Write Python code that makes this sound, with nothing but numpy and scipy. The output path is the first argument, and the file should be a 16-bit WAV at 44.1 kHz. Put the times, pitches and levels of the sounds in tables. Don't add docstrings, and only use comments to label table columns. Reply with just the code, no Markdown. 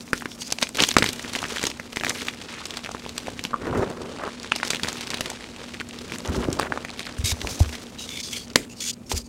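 import sys
import numpy as np
from scipy import signal
from scipy.fft import rfft, irfft, next_fast_len
from scipy.io import wavfile
from scipy.ndimage import uniform_filter1d, map_coordinates

SR = 44100
rng = np.random.default_rng(int(sys.argv[2]) if len(sys.argv) > 2 else 0)


def wav_out(sig):
    wavfile.write(sys.argv[1], SR, np.round(np.clip(np.atleast_2d(sig).T, -1, 1) * 32767).astype(np.int16))


def volts(x):
    e = np.asarray(x, float) / 20
    return 10 ** e


N = 409248

# (frequency [Hz], level [dB])
AIR_SPECTRUM = [(15, -43), (25, -18), (70, -1.5), (149, -7), (236, -1.5), (659, -22.5), (988, -23),
                (1890, -44), (2480, -28), (3340, -53), (6920, -33), (16000, -46)]
# (frequency [Hz], level [dB])
HEAP_SPECTRUM = [(88, -10), (150, -8.5), (463, -3), (775, -15.5), (1350, -15.5), (3000, -35), (3900, -62),
                 (6600, -120)]
# (frequency [Hz], level [dB])
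GRIT_SPECTRUM = [(530, -6.5), (900, 1), (1820, -3), (2010, -1), (3890, 0), (8000, -8.5), (10400, -16),
                 (17600, -120)]
# (frequency [Hz], level [dB])
DUST_SPECTRUM = [(3530, -12), (6000, -5.5), (12000, -18), (15100, -23), (16000, -25)]
# (time [s], pressure [dB], dustiness [dB])
SQUEEZE = [(0.0, -52, 23.5), (0.95, -43.5, 14), (1.32, -35.5, 11.5), (1.57, -31.5, 13.5), (1.72, -42.5, 1),
           (2.12, -46.5, 28.5), (2.4, -38.5, 4), (3.44, -41.5, 10), (3.56, -46, -20), (4.3, -40.5, -18),
           (4.73, -35.5, 13), (5.22, -35.5, 3), (5.45, -42, 1), (6.35, -40.5, 12.5), (7.15, -43, -8),
           (7.6, -39.5, 15), (8.6, -50, 1), (9.28, -58, 16)]
# (peak time [s], rise [s], fall [s], tub level [dB], heap level [dB])
SCOOPS = [(0.82, 0.12, 0.038, -33, -25), (0.998, 0.12, 0.11, -31, -49), (2.09, 0.3, 0.35, -64, -33.5),
          (3.67, 0.1, 0.28, -31.5, -31), (3.77, 0.42, 0.38, -24.5, -23.5), (4.05, 1, 0.58, -49, -35),
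          (4.832, 0.039, 0.22, -30.5, -37), (5.2, 0.13, 0.62, -43, -40), (6.294, 0.1, 0.97, -31, -32),
          (6.48, 0.97, 0.53, -29, -34), (6.7, 0.78, 0.68, -54, -35), (7.44, 1, 0.94, -47, -38.5),
          (9.13, 0.076, 0.17, -35, -36)]
# (time [s], peak [dB], ring [Hz])
BREAKING_TICKS = [(0.0075, -27, 4640), (0.209, -25, 1720), (0.317, -24.5, 3350), (0.178, -22, 5890),
                  (0.4794, -24, 6760), (0.5126, -20, 5340), (0.5247, -4.5, 6150), (0.5862, -13.5, 2550),
                  (0.67, -21, 2450), (0.6908, -20, 8200), (0.763, -23, 4640), (0.8892, -5, 6500),
                  (0.914, -10, 3720), (0.872, -19, 9000), (1.0282, -8, 3570), (1.0731, -17, 5070),
                  (1.2273, -23.5, 6290), (1.3425, -23, 3620), (1.365, -18, 730), (1.3895, -16, 2970),
                  (1.44, -14.5, 2760), (1.4525, -18, 1680), (1.4586, -23, 1720), (1.505, -24, 1590),
                  (1.5632, -15.5, 1940), (1.5829, -13.5, 3400), (1.57, -15, 1800), (1.485, -23, 5800),
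                  (1.7149, -20, 2670), (1.96, -17.5, 2070), (1.999, -18.5, 3320), (2.0579, -21, 5080),
                  (2.1115, -20, 2070), (1.9241, -28, 3480), (2.0798, -19, 3570), (2.3373, -24.5, 2000),
                  (2.5392, -25, 2400), (2.6678, -25, 8310), (0.9094, -16, 4260), (2.7713, -18.5, 724),
                  (2.968, -26, 1380), (2.8716, -26, 1550), (2.8914, -19.5, 730), (2.9126, -23, 720),
                  (3.0636, -26, 3270), (3.0526, -26, 2320), (3.202, -30, 3660), (3.8426, -27, 1120),
                  (3.9, -30, 7960), (3.5599, -27, 1380), (4.1626, -25.5, 990), (3.9739, -30, 1380),
                  (4.186, -24, 780), (4.235, -30, 1360), (4.2519, -26, 4310), (4.399, -23.5, 4690),
                  (4.4456, -21, 1720), (4.4743, -26, 3450), (4.5532, -20, 4350), (4.5821, -26, 4610)]
# (time [s], peak [dB], ring [Hz])
POWDER_TICKS = [(6.6117, -18, 1590), (4.68, -17, 5400), (4.7586, -15, 3680), (4.7965, -19, 1680),
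                (4.872, -18, 1980), (4.8821, -17.5, 706), (4.9292, -17, 6890), (4.9827, -30, 2880),
                (5.0154, -23, 5000), (5.0327, -21, 2670), (5.0717, -17, 4780), (5.1171, -22, 2450),
                (5.1836, -21, 2540), (5.2322, -33, 2660), (5.316, -23, 720), (5.372, -29, 2410),
                (5.4418, -24, 2150), (5.5626, -24, 2710), (5.6336, -30, 2970), (5.64, -24.5, 1390),
                (5.77, -29, 2410), (5.8, -19, 2410), (5.749, -29, 1850), (5.8128, -16, 1480),
                (5.9096, -25.5, 2700), (5.889, -27, 7100), (6.0978, -27, 2240), (6.137, -21, 2540),
                (6.1588, -22, 2000), (6.185, -20, 7410), (6.2049, -25, 4650), (6.2497, -24, 3190),
                (6.2758, -21, 6200), (6.3464, -22, 1420), (6.3558, -23, 5080), (6.4185, -26, 3660),
                (6.4256, -29, 3190), (6.4426, -21, 3010), (6.503, -25, 5380), (6.5918, -19, 4650),
                (6.6203, -19, 3700), (6.65, -26, 2410), (6.738, -27, 730), (6.7604, -22, 730),
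                (6.7757, -22, 960), (6.885, -26, 1680), (6.894, -23.5, 2410), (6.9032, -22, 4010),
                (6.9129, -27, 3920), (7.005, -18.5, 2410), (7.067, -19.5, 4280), (7.125, -27.5, 4780),
                (7.318, -19, 900), (7.4062, -24, 3700), (7.641, -28, 1380), (7.8682, -28, 3490),
                (7.0299, -23, 3740), (7.0538, -23, 2320), (8.4812, -32, 5850), (8.5165, -36, 2670)]
# (time [s], peak [dB], ring [Hz])
SPLINTERS = [(8.0912, -20.5, 3600), (1.1955, -18, 2060), (0.8374, 0, 3600), (8.5584, -8, 1540),
             (8.5584, 1, 4250), (3.1805, -15, 8000), (0.968, 0, 1000), (4.5205, -7.5, 1290),
             (4.632, -15.5, 1400), (9.1165, -16, 3100), (0.8871, -16, 7000), (8.559, -2, 5000)]
# (time [s], peak [dB], ring [Hz], knock [dB], edge [dB])
SNAPS = [(0.1317, -3, 1500, -13, -5.5), (0.5223, -11.5, 6300, -16, 3.5), (0.627, 1, 3830, -19.5, -6.5),
         (0.8032, 2.5, 3340, -30, -18), (0.9665, 8, 1480, -16, -17), (0.9847, -1, 4660, -13.5, -3),
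         (1.0238, -2, 1860, -12.5, -11), (1.0419, -3.5, 1890, -23, -2), (1.639, -7, 1990, -12, 0),
         (2.0473, -11.5, 2060, -19, 1.5), (2.2846, -5.5, 2380, -26, -20), (3.5325, -18, 1164, -10, -47),
         (3.5409, -10.5, 1155, -15, -43), (4.5198, -2.5, 2600, -27, -33), (4.631, -4, 1940, -26, -31),
         (4.7046, -3.5, 4660, -27, -1), (4.834, -3.5, 4060, -33, -11), (5.2082, -5.5, 2540, -17, 0),
         (6.5965, -6, 1130, -19, -2.5), (6.722, -8.5, 1620, -15.5, -32.5), (6.7749, -9, 1160, -20, -31.5),
         (7.6036, -18.5, 900, 0, 4), (8.558, 1.5, 2230, -10, 2.5), (9.1161, -13, 2850, -17, -11.5)]
# (time [s], peak [dB], ring [Hz])
SHARDS = [(0.2223, -17.5, 1600), (0.2571, -12, 1780), (0.4196, -16.5, 3400), (0.504, -18, 5000),
          (0.588, -31, 2800), (0.6146, -14.5, 7600), (0.623, -11, 3920), (0.755, -16, 3660),
          (0.771, -12, 6520), (0.7965, -7, 2800), (0.8224, -1, 5250), (0.7478, -15, 4720),
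          (0.8366, -2, 3580), (0.886, -17, 6300), (0.9134, -15.5, 1950), (0.9408, -15, 5300),
          (1.0622, -6.5, 3450), (1.0897, -6, 3680), (1.131, -16, 7970), (1.1935, -18.5, 4820),
          (1.3338, -16.5, 8550), (1.352, -9, 2560), (1.3597, -10, 3340), (1.4284, -13, 1310),
          (1.443, -15, 1560), (1.5946, -14, 3010), (1.6292, -11, 5880), (1.6533, -8, 3870),
          (1.6682, -5, 6360), (1.701, -14.5, 4100)]
# (time [s], peak [dB], ring [Hz])
PIECES = [(1.798, -14.5, 1940), (1.9299, -15.5, 2650), (1.962, -17, 6200), (1.9704, -8.5, 2110),
          (2.0103, -13, 1770), (2.0357, -9, 1920), (2.0671, -8, 2050), (2.086, -16, 3570),
          (2.095, -6.5, 6300), (2.1057, -12, 2000), (2.2187, -16, 3730), (2.6553, -13.5, 5000),
          (2.7072, -16, 3480), (2.739, -16, 2630), (2.7713, -11, 4060), (2.847, -16.5, 2580),
          (2.861, -16, 2500), (2.9163, -20, 5630), (2.948, -16.5, 1010), (3.0628, -21.5, 840),
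          (3.093, -17.5, 3760), (3.271, -16.5, 2430), (3.282, -18.5, 760), (3.393, -13.5, 2440),
          (3.4393, -15, 5570), (3.451, -10, 2930), (3.18, -11.5, 3700), (4.237, -14, 1240),
          (4.277, -17.5, 1070)]
# (time [s], peak [dB], ring [Hz])
LUMPS = [(4.431, -19.5, 4470), (4.561, -9.5, 4540), (4.6003, -17, 1810), (4.6502, -13.5, 4430),
         (4.675, -14, 4200), (4.71, -14, 3810), (4.7334, -10, 1900), (4.7469, -9.5, 2840),
         (4.768, -16, 2780), (4.847, -13, 1830), (4.886, -9.5, 4600), (5.009, -11.5, 4030),
         (5.077, -19, 2640), (5.104, -11.5, 5130), (5.135, -15.5, 1750), (5.143, -8.5, 3900),
         (5.1718, -14.5, 3700), (5.259, -12, 3340), (5.301, -14, 6760), (5.8068, -14, 2340),
         (6.121, -12.5, 2300), (6.259, -20, 3020), (6.5288, -14, 5870), (6.63, -11.5, 1600),
         (6.849, -13, 2000), (6.994, -13, 3920), (7.0702, -19, 1770), (7.416, -11.5, 3500),
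         (7.472, -10, 2860), (7.753, -17, 3170)]
# (time [s], peak [dB], ring [Hz])
STRAYS = [(0.0783, -27, 2000), (1.0274, -10, 2040), (1.247, -18, 1960), (1.4198, -15.5, 5000),
          (5.743, -18.5, 2650), (5.9885, -19, 3850), (6.099, -28, 2350), (6.4855, -15, 330),
          (7.447, -19.5, 935), (8.502, -24.5, 4550), (8.534, -30, 5500), (9.1165, -18, 850)]
# (frequency [Hz], t60 [s])
WALL_T60 = [(200, 0.41), (1000, 0.1), (5000, 0.18), (12000, 0.26)]
# (start [s], end [s], level [dB], crumb pitch [Hz])
CRUNCHES = [(0.155, 0.221, -42, 5500), (0.784, 0.851, -25, 3700), (0.847, 0.933, -33.5, 5370),
            (0.98, 0.995, -30, 4600), (1.053, 1.107, -33, 4160), (2.145, 2.222, -35, 3670),
            (2.484, 2.626, -39.5, 2900), (6.326, 6.374, -42, 3500), (6.974, 7.083, -43.5, 3970),
            (3.632, 3.901, -41.5, 1430), (4.194, 4.292, -33.5, 1150), (6.249, 6.297, -35.5, 1200),
            (6.425, 6.455, -32.5, 1540), (6.588, 6.68, -33, 1220), (7.725, 7.766, -38.5, 3580),
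            (8.563, 8.653, -43.5, 4530)]
# (start [s], end [s], first level [dB], last level [dB], squeak [Hz], second squeak [Hz])
RUBS = [(0.284, 0.337, -55, -45, 5500, 3450), (0.395, 0.428, -48, -29, 4660, 6550),
        (0.442, 0.484, -50, -39, 4800, 6500), (7.987, 8.069, -40.5, -46.5, 3850, 2850),
        (8.076, 8.216, -43, -41, 3510, 2240), (8.231, 8.338, -37.5, -47, 3420, 5200),
        (8.314, 8.377, -40.5, -36, 3340, 2240), (8.361, 8.459, -37, -51, 4470, 3300),
        (8.695, 8.74, -50, -51, 2670, 6900), (8.805, 8.909, -38, -29, 6940, 3400),
        (8.932, 8.936, -37, -38, 4800, 8150), (9.241, 9.29, -54, -53, 4600, 6700),
        (9.146, 9.225, -36.5, -48, 4800, 7150), (8.754, 8.805, -57, -43, 4340, 5500),
        (9.062, 9.104, -53, -60, 5500, 7000)]
# (start [s], end [s], first level [dB], last level [dB], squeak [Hz], second squeak [Hz])
WIPES = [(7.243, 7.323, -36, -35.5, 3770, 2240), (7.49, 7.58, -42, -54.5, 6300, 3870),
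         (7.593, 7.625, -40, -57, 6160, 4000), (9.097, 9.132, -44, -33, 5300, 8400),
         (9.161, 9.183, -48, -40, 7150, 4830), (7.18, 7.236, -52.5, -68, 9000, 5000),
         (7.326, 7.482, -60.5, -54.5, 6000, 4000), (7.628, 7.768, -68, -52, 6070, 4000)]
# (time [s], lift [dB])
CATCHES = [(8.022, 7), (8.089, 4.5), (8.103, 5.5), (8.135, 3), (8.171, 7.5), (8.201, 8), (8.33, 6),
           (8.365, 1), (8.804, 9), (9.119, 4), (9.176, 4.5)]
# (frequency [Hz], width [Hz], level [dB])
BLOCK_MODES = [(2290, 190, -7), (2850, 250, -7), (4800, 1200, -1), (6310, 1020, -4.5), (8400, 980, -7)]
# (time [s], peak [dB], ring [Hz])
BUMPS = [(6.285, -23, 76), (6.481, -22, 134), (7.186, -22.5, 72), (7.235, -20.5, 90), (7.317, -21.5, 80),
         (7.434, -28.5, 59.2), (7.509, -35, 88.8), (7.604, -9, 82), (9.132, -24.5, 74.5),
         (9.154, -28, 56.6)]
# (frequency [Hz], level [dB])
TUB_SPECTRUM = [(15, -39), (25, -57), (53, 1.5), (124, 0), (273, 0.5), (300, -11), (390, 3), (660, -120)]


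def unit(x):
    return x / np.sqrt(np.mean(x ** 2) + 1e-20)


def along(points, hz):
    f, v = np.transpose(points)
    return np.interp(np.log(hz + 1), np.log(f + 1), v)


def curve(rows, axis):
    rows = np.array(rows)
    return np.interp(np.arange(N) / SR, rows[:, 0], rows[:, axis], left=-200, right=-200)


def wobble(rate_hz):
    knots = rng.standard_normal(int(N * rate_hz / SR) + 4)
    return map_coordinates(knots, [np.arange(N) * rate_hz / SR])


def filtered(x, response):
    m = next_fast_len(N + SR // 2)
    return irfft(rfft(x, m) * response(np.fft.rfftfreq(m, 1 / SR)), m)[:N]


def coloured(x, spectrum):
    return unit(filtered(x, lambda hz: volts(along(spectrum, hz))))


def noise():
    return rng.standard_normal(N)


def impulses(s, gain):
    return np.bincount(np.round(s * SR).astype(int), gain, N)


def burst(kicks, t60_s, rise_s):
    swell = uniform_filter1d(kicks, int(rise_s * SR) + 1)
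    return signal.lfilter([1], [1, -volts(-60 / (t60_s * SR))], swell)


def rings(s, hz, cycles, gain, rise_cycles, size):
    turns = np.arange(size) / SR * hz[:, None]
    decay = volts(-60 * turns / np.reshape(cycles, (-1, 1)))
    attack = 1 - np.exp(-turns / np.reshape(rise_cycles, (-1, 1)))
    wave = gain[:, None] * (decay * attack) * np.sin(2 * np.pi * turns)
    at = np.round(s * SR).astype(int)[:, None] + np.arange(size)
    return np.bincount(at.ravel(), wave.ravel(), N + SR)[:N]


def air():
    phase = 2 * np.pi * 239 * np.arange(N) / SR + 0.35 * wobble(25)
    hum = np.sin(phase) * volts(2.4 * wobble(14.0))
    return volts(-45.5 + wobble(2.5)) * coloured(noise(), AIR_SPECTRUM) + volts(-44.5) * hum


def slips(count, spread_db, t60_s):
    kicks = np.zeros(N)
    at = (rng.random(count) * N).astype(int)
    kicks[at] = volts(spread_db * np.clip(rng.standard_normal(count), -3, 1.3))
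    return unit(burst(kicks, t60_s, rise_s=0.0019))


def grains(count, hz, octaves, cycles, spread_db, size):
    when = rng.random(count) * N / SR
    tone, force = np.clip(rng.standard_normal((count, 2)), -2.2, 2.2).T
    pitch_hz = np.minimum(hz * 2 ** (octaves * tone), SR / 3)
    return unit(rings(when, pitch_hz, cycles, volts(spread_db * force), 0.26, size))


def scoops(axis):
    range_db = 41
    t, power = np.arange(N) / SR, np.zeros(N)
    for row in SCOOPS:
        away = np.maximum((row[0] - t) / row[1], (t - row[0]) / row[2])
        power += volts(row[axis] - range_db * away) ** 2
    return np.sqrt(power)


def crumble():
    heap_db, heap_follows = -47.5, 0.55
    swell = (0.81 + 0.7 * slips(count=1600, spread_db=3.5, t60_s=0.016)) * volts(wobble(18))
    heap = coloured(swell * volts(2.1 * wobble(60)) * noise(), HEAP_SPECTRUM)
    heap += 0.36 * grains(count=1500, hz=677, octaves=0.47, cycles=10.0, spread_db=6, size=500)
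    grit = coloured(swell * volts(2.2 * wobble(90)) * noise(), GRIT_SPECTRUM)
    crumbs = grains(count=6000, hz=3210, octaves=0.58, cycles=6, spread_db=3.6, size=220)
    grit += 0.82 * unit(swell * crumbs)
    dust = coloured(swell * volts(3 * wobble(90)) * noise(), DUST_SPECTRUM)
    fine = grit + volts(curve(SQUEEZE, axis=2) - 15) * dust
    pressure_db = curve(SQUEEZE, axis=1)
    falling = volts(heap_db + heap_follows * (pressure_db - pressure_db.mean()))
    shifting = scoops(axis=4)
    return np.hypot(falling, shifting) * heap + volts(-23.0) * shifting * dust + volts(pressure_db - 5.5) * fine


def ticks():
    s, db, hz = np.transpose([*BREAKING_TICKS, *POWDER_TICKS, *SPLINTERS])
    chance = np.clip(rng.standard_normal((len(s), 2)), -2, 2)
    polarity = np.sign(chance[:, 0])
    click = rings(s, hz, 10 * np.sqrt(hz / 3000), polarity * volts(db + 6), 0.5, size=400)
    overtone_hz = np.minimum(hz * 1.6 * volts(1.5 * chance[:, 1]), SR / 4)
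    click += rings(s, overtone_hz, 9, volts(db + 1), 0.7, size=200)
    puff = burst(impulses(s, volts(db - 10.5)), t60_s=0.014, rise_s=0.001)
    return click + puff * coloured(noise(), GRIT_SPECTRUM)


def fracture(s, db, hz, edge_db):
    chance = np.clip(rng.standard_normal((len(s), 2)), -2, 2)
    dull = np.clip((-31.5 - edge_db) / 5, 0, 1)
    gain = np.sign(chance[:, 1]) * volts(db + 5.5 + 6.0 * dull)
    ring = rings(s, hz, (6 + 9 * dull) * volts(chance[:, 0]), gain, 0.34 + 1.4 * dull, size=500)
    ring += rings(s, np.minimum(1.1 * hz, SR / 3), 4.2, volts(db - 21.0 - 20 * dull), 0.83, size=300)
    ring += rings(s, hz / 2, 3.8, volts(db - 7.0 - 3 * dull), 0.68, size=500)
    late, tone, force = np.clip(rng.standard_normal((len(s), 8, 3)), -2.2, 2.2).T
    late_s = 0.002 * late ** 2 * np.where(late < -1, -0.35, 1)
    pitch_hz = np.minimum(hz * 2 ** (0.53 * tone), SR / 3).ravel()
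    gain = volts(db - 11 - 10.0 * dull - 310 * np.abs(late_s) + 3.6 * force)
    cycles = 9 * np.sqrt(pitch_hz / 3000)
    ring += rings(np.abs(s + late_s).ravel(), pitch_hz, cycles, gain.ravel(), 0.48, size=400)
    kicks = impulses(s, volts(db - 20.0 - 21.0 * dull) * hz / 3000)
    return ring + burst(kicks, t60_s=0.038, rise_s=0.0012) * coloured(noise(), GRIT_SPECTRUM)


def snaps():
    small = np.array([*SHARDS, *PIECES, *LUMPS, *STRAYS])
    octaves = np.log2(small[:, 2:] / 3000)
    small_knock_db = -19.5 - 4.5 * octaves
    small_edge_db = -7 + 4 * octaves
    small = np.hstack([small, small_knock_db, small_edge_db])
    s, db, hz, knock_db, edge_db = np.vstack([SNAPS, small]).T
    chance = rng.standard_normal((len(s), 2))
    knock = rings(s, 270 * volts(.5 * chance[:, 0]), 5.8, volts(db + knock_db + 3.5), 0.24, size=2600)
    knock += rings(s, 500 * volts(2.6 * chance[:, 1]), 5.76, volts(db + knock_db + 8.0), 0.18, size=1200)
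    crack = burst(impulses(s, volts(db + edge_db - 9.0)), t60_s=0.012, rise_s=0.0016)
    edge = crack * coloured(noise(), DUST_SPECTRUM)
    return fracture(s, db, hz, edge_db) + knock + edge


def walls(x):
    hz, t, z = signal.stft(rng.standard_normal(SR // 3), SR, nperseg=256)
    decay = volts(-60 * t / along(WALL_T60, hz)[:, None])
    tail = signal.istft(z * decay, SR, nperseg=256)[1]
    return signal.fftconvolve(np.pad(x, (220, 0)), tail / np.linalg.norm(tail))[:N]


def crunch():
    out = np.zeros(N)
    for start, end, db, hz in CRUNCHES:
        when = start + (end - start) * rng.random(160) ** 1.2
        tone, force = np.clip(rng.standard_normal((160, 2)), -2, 2).T
        crumbs = rings(when, hz * 2 ** (0.72 * tone), 9.6, volts(4 * force), 0.3, size=300)
        out += volts(db) * unit(crumbs) * np.sqrt((end - start) * SR / N)
    return out


def mode(hz, centre_hz, width_hz):
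    damping = 1j * hz * width_hz
    return damping / (centre_hz * centre_hz - hz * hz + damping)


def block_body():
    grip_shift_db, skin_damping = 3.5, 1.3
    body = np.zeros(N)
    for centre_hz, width_hz, db in BLOCK_MODES:
        tone = filtered(noise(), lambda hz: mode(hz, centre_hz, skin_damping * width_hz) ** 2)
        body += volts(db + grip_shift_db * wobble(18)) * tone
    return unit(body)


def squeaking(hz, second_hz, size):
    grid_hz = np.fft.rfftfreq(8192, 1 / SR)
    response = mode(grid_hz, hz, 100) - 0.55 * mode(grid_hz, second_hz, 170)
    return unit(irfft(rfft(rng.standard_normal(8192)) * response))[:size]


def rub():
    rub_bright_db, wipe_bright_db, squeak_share = -5, 6, 1.55
    stroke_in_s, stroke_out_s = 0.008, 0.018
    grip = volts(0.89 * wobble(55) + 2.0 * wobble(250))
    body = block_body()
    grit = grains(count=12000, hz=5000, octaves=0.5, cycles=4.2, spread_db=6, size=120)
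    hiss = unit(coloured(noise(), DUST_SPECTRUM) + 0.3 * grit)
    catch = volts(1.7 * wobble(49))
    out = np.zeros(N)
    strokes = [(*row, rub_bright_db) for row in RUBS] + [(*row, wipe_bright_db) for row in WIPES]
    for start, end, first_db, last_db, hz, second_hz, bright_db in strokes:
        first = max(int((start - stroke_in_s / 2) * SR), 0)
        span = slice(first, min(int((end + stroke_out_s / 2) * SR), N))
        size = len(out[span])
        t = np.arange(size) / SR
        edges = np.clip(np.minimum(t / stroke_in_s, t[::-1] / stroke_out_s), 0, 1)
        level_db = np.linspace(first_db, last_db, size)
        firmness = volts(.5 * (level_db - max(first_db, last_db)))
        squeak = squeaking(hz, second_hz, size) * catch[span] * firmness
        stroke = body[span] + squeak_share * volts(bright_db / 3) * squeak + volts(bright_db + 4.0) * hiss[span]
        out[span] += volts(level_db) * edges * stroke
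    s, lift_db = np.transpose(CATCHES)
    jerks = impulses(s, volts(lift_db) - 1)
    grip = grip * (1 + burst(jerks, t60_s=0.049, rise_s=0.002))
    return filtered(grip * out, lambda hz: hz ** 4 / (hz ** 4 + 1500 ** 4))


def tub():
    s, db, hz = np.transpose(BUMPS)
    boom = rings(s + 0.0028, hz, 5.3, -volts(db + 14.5), 0.46, size=9000)
    boom += rings(s + 0.0486, hz * 0.906, 17, volts(db - 10), 0.83, size=16000)
    rumble = coloured(volts(4.0 * wobble(28)) * noise(), TUB_SPECTRUM)
    return boom + scoops(axis=3) * rumble


def scene():
    cracks = snaps()
    reflections = volts(-12.5) * walls(cracks)
    rest = reflections + crunch() + crumble() + rub() + tub() + air()
    return (cracks + rest + ticks())[None]


def low_pass(x):
    return signal.sosfilt(signal.butter(12, 16440, fs=SR, output="sos"), x)


def record(dry):
    def microphone(hz):
        bass_cut = (1j * hz / (25 + 1j * hz)) ** 2
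        return bass_cut * np.where(hz < 15800, 1, volts(-24)) * np.where(hz < 16420, 1, volts(-20))

    flat = dry[0] / (1 + np.abs(dry[0]) ** 8) ** (1 / 8)
    band = filtered(flat, microphone)
    return low_pass(.97 * band[None])


dry = scene()
out = record(dry)
wav_out(out)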